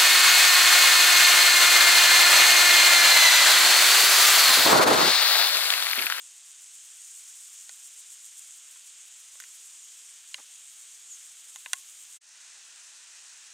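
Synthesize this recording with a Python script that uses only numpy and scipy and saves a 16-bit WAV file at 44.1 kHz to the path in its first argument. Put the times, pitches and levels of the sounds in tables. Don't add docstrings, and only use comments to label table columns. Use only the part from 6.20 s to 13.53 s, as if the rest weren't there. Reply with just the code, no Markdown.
import sys
import numpy as np
from scipy import signal
from scipy.fft import rfft, irfft, next_fast_len
from scipy.io import wavfile

SR = 44100
rng = np.random.default_rng(int(sys.argv[2]) if len(sys.argv) > 2 else 0)


def log_audio(samples):
    frames = np.atleast_2d(samples).T
    limited = np.clip(frames, -1, 1)
    pcm = np.round(limited * 32767).astype(np.int16)
    wavfile.write(sys.argv[1], SR, pcm)


def gain_from_db(level_db):
    decades = np.asarray(level_db, float) / 20
    return 10 ** decades


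N = 323253
CUT_S = 5.997

# (frequency [Hz], side over mid [dB])
PORT_SPREAD = [(100, -2), (700, -5), (1500, -10), (3000, -17), (4500, -17.5), (6500, -32.5), (8300, -30),
               (9300, -14.5), (10500, -5), (12000, -10.5), (13500, -16.5), (15000, -19)]


def in_time(rows):
    s, *columns = np.transpose(rows)
    return [np.interp(np.arange(N) / SR, s, c) for c in columns]


def at_hz(points, hz):
    point_hz, point_db = np.transpose(points)
    return np.interp(np.log(hz + 1), np.log(point_hz), point_db)


def rms_one(x):
    return x / np.sqrt(np.mean(x ** 2) + 1e-20)


def drift(rate):
    r = np.exp(-40 * np.pi * rate / SR)
    chance = rng.standard_normal(N // 20 + 2002)
    slow = signal.lfilter([1], [1, -2 * r, r * r], chance)[2000:]
    return np.interp(np.arange(N) / 20, np.arange(len(slow)), rms_one(slow))


def highpass(x, order, hz):
    return signal.sosfilt(signal.butter(order, hz, "high", fs=SR, output="sos"), x)


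def ring(x, hz, t60):
    r = gain_from_db(-60 / (t60 * SR))
    w = 2 * np.pi * hz / SR
    return signal.lfilter([.5, 0, -.5], [1, -2 * r * np.cos(w), r * r], x + 1e-18)


def ports(mid, other, spread=PORT_SPREAD):
    size = next_fast_len(N)
    width_gain = gain_from_db(at_hz(spread, np.fft.rfftfreq(size, 1 / SR)))
    side = irfft(rfft(other, size) * width_gain, size)[:N]
    return np.array([mid + side, mid - side])


def meadow(road, chorus, levels_db, spread, patchy_db, throb_db):
    size = next_fast_len(N)
    hz = np.fft.rfftfreq(size, 1 / SR)
    groups = np.zeros((3, 2, N))
    throb = drift(90) + 0.23 * drift(3.1)
    road_centres = 16 * 2 ** np.arange(0, 9.5, .5)
    chorus_centres = 2800 * 2 ** np.arange(0, 3.5, .5)
    for insects, spectrum, centres in ((0, road, road_centres), (1, chorus, chorus_centres)):
        white = rfft(rng.standard_normal((2, size))) * gain_from_db(at_hz(spectrum, hz))
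        for centre in centres:
            shrill = centre > 10000
            share = np.cos(np.pi * np.clip(np.log2((hz + 1) / centre), -.5, .5)) ** 2
            gain = gain_from_db(patchy_db * drift(6.1) + throb_db * throb * insects)
            if shrill:
                gain = gain ** 1.8
            groups[insects + int(shrill)] += gain * irfft(white * share, size)[:, :N]
    mid, other = sum(gain_from_db(db) * rms_one(g) for db, g in zip(levels_db, groups))
    return ports(mid, other, spread)


def first_spot():
    # (frequency [Hz], level per Hz [dB])
    road = [(12, -72), (20, -29), (108, -31), (335, -25), (452, -19), (544, -19.5), (597, -19),
            (844, -15.5), (1250, -10), (1370, -8.5), (1540, -7.5), (1890, -7), (3300, 0), (4560, -6.5),
            (5000, -8.5), (6500, -23.5), (11000, -120)]
    # (frequency [Hz], level per Hz [dB])
    chorus = [(2710, -39), (4600, -17.5), (5800, -9.5), (6870, -3), (7570, -4), (8520, -4.5), (11000, -14),
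              (12300, -16.5), (15100, -20.5), (15700, -30.5)]
    # (time [s], level [dB])
    deep_choir = [(0.0, -49.5), (0.33, -50), (1.03, -47.5), (1.5, -48.5), (2.0, -49), (2.6, -50),
                  (3.4, -49), (4.5, -50.5), (5.0, -49), (5.5, -51), (5.95, -49.5)]
    # (time [s], level [dB])
    shrill_choir = [(0.0, -64), (0.33, -66), (1.03, -59.5), (1.9, -61.5), (2.5, -63), (2.84, -65),
                    (3.29, -61), (3.6, -64.5), (4.9, -62.5), (5.45, -60.5), (5.95, -61)]
    road_db = -59 + 0.2564 * np.arange(N) / SR
    levels_db = [road_db, *in_time(deep_choir), *in_time(shrill_choir)]
    return meadow(road, chorus, levels_db, PORT_SPREAD, patchy_db=0.62, throb_db=0.84)


def strokes_of(phrases, length):
    strokes = []
    for first, last, count, first_db, last_db in phrases:
        times = np.linspace(first, last, round(count))
        levels = np.linspace(first_db, last_db, round(count))
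        strokes += [(s, db, length) for s, db in zip(times, levels)]
    return strokes


def singer(strokes, wing, teeth_per_s, jerks_per_s, jerk_db, rise, fall, level_db):
    t, swell = np.arange(N) / SR, np.zeros(N)
    for s, db, length in strokes:
        near = slice(max(round((s - 4 * length) * SR), 0), round((s + 2 * length) * SR))
        late = (t[near] - s) / length - .1
        swell[near] += gain_from_db(db) * np.exp(-(late / np.where(late < 0, rise, fall)) ** 2)
    jerk_turns = np.cumsum(jerks_per_s * (1 + .15 * drift(15.3))) / SR
    jerks = gain_from_db(jerk_db * (np.sin(2 * np.pi * jerk_turns) - 0.36))
    hits = rng.random((2, N)) < teeth_per_s / SR
    force = gain_from_db(2.2 * np.minimum(rng.exponential(1, (2, N)), 3))
    teeth = hits * force * rng.choice([-1, 1], (2, N))
    rasp = np.zeros((2, N))
    for k, (hz, width, db) in enumerate(wing):
        rasp += (-1) ** k * gain_from_db(db) * np.sqrt(width) * ring(teeth, hz, 1.7 / width)
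    rasp = highpass(rasp, 4, 5200)
    return ports(*(gain_from_db(level_db) * swell * jerks * rms_one(rasp)))


def deep_singer():
    # (first [s], last [s], strokes [count], first level [dB], last level [dB])
    phrases = [
        (0.047, 0.96, 8, -55.5, -53),
        (1.235, 1.333, 2, -57, -54),
        (1.4, 2.314, 8, -51, -51.5),
        (2.684, 2.813, 2, -54, -56),
        (3.8, 3.914, 2, -57, -55.5),
        (4.345, 4.61, 3, -52, -53.5),
        (5.057, 5.312, 3, -54, -56),
        (5.574, 5.94, 4, -54, -51),
    ]
    # (time [s], level [dB], length [s])
    strays = [
        (2.99, -60, 0.043),
        (3.239, -56, 0.019),
        (3.457, -56, 0.026),
        (3.637, -60, 0.12),
        (4.09, -55, 0.034),
        (5.392, -53, 0.021),
    ]
    # (frequency [Hz], width [Hz], level [dB])
    wing = [(6630, 1400, -3), (7420, 550, 2), (8400, 710, -1), (9670, 1600, -12)]
    strokes = strokes_of(phrases, length=0.051) + strays
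    return singer(strokes, wing, teeth_per_s=7700, jerks_per_s=110, jerk_db=7.0,
                  rise=0.73, fall=0.35, level_db=3.0)


def shrill_singer():
    # (first [s], last [s], strokes [count], first level [dB], last level [dB])
    phrases = [(0.055, 0.421, 4, -70, -63), (0.545, 0.998, 5, -63, -64), (1.095, 1.336, 3, -63, -62),
               (1.429, 1.528, 2, -62, -64), (1.669, 2.19, 5, -60.5, -59.5), (2.366, 2.671, 3, -64, -63),
               (2.875, 3.001, 2, -63, -64), (3.239, 3.36, 2, -64, -62.5), (3.647, 3.78, 2, -67, -63),
               (4.102, 4.179, 2, -67, -71), (4.528, 4.607, 2, -63, -67), (5.589, 5.928, 4, -63, -63)]
    # (time [s], level [dB], length [s])
    strays = [
        (3.462, -59, 0.027),
        (5.059, -64, 0.043),
        (5.384, -66, 0.079),
    ]
    # (frequency [Hz], width [Hz], level [dB])
    wing = [(9000, 1500, 5), (10540, 600, 3), (11900, 1200, -0.5), (13700, 1500, -4), (14800, 1000, -6)]
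    strokes = strokes_of(phrases, length=.048) + strays
    return singer(strokes, wing, teeth_per_s=7000, jerks_per_s=110, jerk_db=6.0,
                  rise=0.6, fall=0.22, level_db=6.5)


def shell_tick(modes, db, peak_hz, treble_db, bass_db):
    span, step = round(.06 * SR), np.arange(200) / SR
    lasts = 0.00034 * gain_from_db(0.23 * (db + 32.0))
    common, differing = rng.standard_normal((2, 200))
    chatter = np.zeros((2, span))
    chatter[:, :200] = (common + 0.27 * differing * np.array([[1], [-1]])) * step * np.exp(-step / lasts)
    zones = np.zeros((3, 2, span))
    for (hz, mode_db, t60), odd in zip(modes, rng.standard_normal(len(modes))):
        zone = int(hz > 1100) + int(hz > 4500)
        struck = ring(chatter, hz, t60)
        favour_db = -7 * np.log2(hz / peak_hz) ** 2 * (zone == 1)
        favour_db += 0.34 * (db + 16) * max(np.log2(hz / 9000), 0)
        zones[zone] += gain_from_db(mode_db + favour_db + odd) * struck / np.abs(struck).max() * np.sign(odd)
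    zones[1:] = highpass(zones[1:], 3, 1000)
    zones[2] = 0.33 * zones[2] + 0.64 * zones[2].mean(axis=0)
    bass, middle, treble = zones / np.abs(zones).max(axis=(1, 2), keepdims=True)
    pan_db = -2 * np.array([[.5], [-.5]])
    return gain_from_db(db + pan_db) * (middle + gain_from_db(treble_db) * treble + gain_from_db(bass_db) * bass)


def shell():
    # (time [s], peak level [dB], strongest pitch [Hz], treble [dB], bass [dB])
    ticks = [
        (1.4931, -35, 1910, 3.5, -9.5),
        (2.559, -46, 1590, 2, -12),
        (3.201, -31, 1790, 2, -32),
        (3.206, -44, 1730, 12, -26),
        (3.222, -38, 2800, -12, -17),
        (3.238, -35.5, 1700, -0.5, -20),
        (4.143, -21, 3380, -8, -24.5),
        (5.3593, -34, 2300, 4.5, -13.5),
        (5.460, -26, 2400, -9, -15),
        (5.532, -14.5, 3080, 4, -19),
    ]
    # (frequency [Hz], level [dB], t60 [s])
    modes = [(533, -6, 0.013), (744, -8.5, 0.02), (1040, 1, 0.038), (1504, 1, 0.019), (1796, 1.5, 0.016),
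             (2047, -3, 0.028), (2400, -3, 0.016), (2800, -0.5, 0.018), (3260, -2, 0.014),
             (3770, 5.5, 0.0049), (4900, -5, 0.0091), (6700, -22.5, 0.0067), (6620, 8, 0.0069),
             (7700, -2, 0.0036), (8600, 3, 0.005), (9600, -1.5, 0.0046), (11000, -7, 0.0044),
             (12400, -13, 0.0031), (14100, -23, 0.0026), (15400, -27, .003)]
    # (time [s], frequency [Hz], level [dB], t60 [s])
    hollow = [
        (4.144, 570, -56.5, 0.058),
        (5.462, 940, -53.5, 0.12),
        (5.533, 750, -41.5, 0.037),
        (5.535, 1088, -49.5, 0.15),
        (5.535, 1714, -45.5, 0.06),
        (5.536, 1136, -54, 0.07),
    ]
    # (time [s], frequency [Hz], level [dB], t60 [s])
    pings = [
        (1.494, 1850, -42, .012),
        (1.494, 2800, -44, .01),
        (3.2015, 1600, -41, .015),
        (3.2015, 5000, -40, .008),
        (4.144, 3900, -30, .012),
        (4.144, 4900, -37, .008),
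        (5.3595, 850, -47, .02),
        (5.3595, 2700, -42, .01),
        (5.4605, 2500, -33, .013),
        (5.533, 1550, -30, .012),
    ]
    out = np.zeros((2, N))
    for s, *character in ticks:
        tick = shell_tick(modes, *character)
        at = round(s * SR)
        out[:, at:at + tick.shape[1]] += tick
    for s, hz, db, t60 in hollow + pings:
        click = 1.0 * (np.arange(N) == round(s * SR))
        out += gain_from_db(db) * ring(click, hz, t60) * [[1.4], [.6]]
    out += gain_from_db(-17.0) * np.roll(out, round(.0048 * SR), axis=1)
    out = highpass(out, 3, 520)
    return signal.sosfilt(signal.butter(6, 15300, fs=SR, output="sos"), out)


def scuff(rows):
    hz, db = in_time(rows)
    t = np.arange(N) / SR
    touching = (t > rows[0][0]) * (t < rows[-1][0])
    grains = rng.standard_normal(N) * gain_from_db(2.5 * drift(300)) * touching
    rub = np.zeros(N)
    for mode in (300, 420, 600, 850, 1200, 2100, 3300):
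        colour = gain_from_db(db - 11.0 * np.log2(hz / mode) ** 2)
        rub += colour * ring(grains, mode, 10.0 / mode) * np.sqrt(mode / SR)
    return highpass(rub, 2, 160)


def finger_scuffs():
    # (time [s], pitch [Hz], level [dB])
    scuffs = [
        [(3.151, 1500, -63), (3.154, 1300, -59), (3.158, 1100, -62), (3.163, 900, -80)],
        [(4.174, 2400, -72), (4.182, 2300, -46), (4.186, 1600, -55), (4.192, 900, -53.5), (4.203, 700, -60),
         (4.21, 650, -67)],
    ]
    return sum(scuff(rows) for rows in scuffs)


def tone(rows, wobble_db, waver):
    hz, db = in_time(rows)
    t = np.arange(N) / SR
    edge = np.clip(np.minimum(t - rows[0][0], rows[-1][0] - t) / 0.006, 0, 1)
    turns = np.cumsum(hz * (1 + waver * drift(28.4))) / SR
    return np.sqrt(2) * gain_from_db(db + wobble_db * drift(40)) * edge * np.sin(2 * np.pi * turns)


def fly():
    # (start [s], end [s], wing tone [Hz], nearest level [dB])
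    passes = [
        (3.35, 3.95, 460, -90),
        (4.6, 5.3, 462, -89),
    ]
    far_db = -2.0
    hum = np.zeros(N)
    for start, end, hz, db in passes:
        rows = [(start, hz, db + far_db), ((start + end) / 2, hz, db), (end, hz, db + far_db)]
        hum += tone(rows, wobble_db=2.5, waver=0.09)
    return hum


def bird():
    # (time [s], pitch [Hz], level [dB])
    seeps = [
        [(3.57, 6900, -64), (3.582, 7050, -58), (3.597, 7300, -51), (3.612, 7350, -60), (3.622, 7100, -54),
         (3.637, 6700, -51), (3.657, 6250, -56)],
        [(4.81, 6500, -64), (4.83, 6750, -57), (4.855, 6800, -54), (4.875, 7200, -58), (4.889, 7700, -53),
         (4.906, 7100, -48), (4.925, 6750, -47), (4.953, 6200, -53)],
    ]
    call = sum(tone(rows, wobble_db=.8, waver=.002) for rows in seeps)
    echo = gain_from_db(-4.0) * np.roll(call, round(.015 * SR))
    return call * gain_from_db([[-.7], [.7]]) + echo * gain_from_db([[.8], [-.8]])


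def second_spot():
    # (frequency [Hz], level per Hz [dB])
    road = [(12, -66), (20, -39), (80, -37), (146, -32), (224, -31), (410, -19.5), (524, -18.5), (1030, -9),
            (1250, -9), (1470, -4), (1920, -3), (2200, -7), (2510, -1.5), (3670, -5), (4200, -7),
            (5460, -21), (9240, -120)]
    # (frequency [Hz], level per Hz [dB])
    chorus = [(2290, -38), (3900, -16.5), (6470, -7), (8030, -9), (8720, -11), (11100, -25), (11400, -28.5),
              (13000, -34), (14100, -33), (15700, -38)]
    # (frequency [Hz], side over mid [dB])
    spread = [(100, -4), (700, -8.5), (1500, -13), (3400, -14.5), (4500, -19.5), (6500, -24), (8300, -23.5),
              (9300, -15), (10500, -5.5), (12000, -6), (15000, -18)]
    levels_db = [-57, -51, -67.1]
    return meadow(road, chorus, levels_db, spread, patchy_db=0.5, throb_db=0.87)


def fade():
    out_s, in_s, swell_s = 0.034, 0.022, 0.23
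    after = np.arange(N) / SR - CUT_S
    open_part = np.clip(np.where(after < 0, -after / out_s, after / in_s), 0, 1)
    dip = np.sin(np.pi / 2 * open_part) ** 6.5
    return dip * np.where(after < 0, 1, np.clip(after / swell_s, 0, 1) ** 0.5)


def scene():
    first = first_spot() + deep_singer() + shrill_singer() + fly() + bird()
    air = np.where(np.arange(N) < CUT_S * SR, first, second_spot())
    air = signal.sosfilt(signal.ellip(10, .5, 70, 15780, fs=SR, output="sos"), air)
    return air + shell() + finger_scuffs()


def band_limit(x):
    return signal.sosfilt(signal.butter(12, 16510, fs=SR, output="sos"), x)


def record(dry):
    hiss = gain_from_db(-105) * rng.standard_normal(dry.shape)
    mix = (dry + hiss) * fade()
    return band_limit(mix)


dry = scene()
out = record(dry)
log_audio(out)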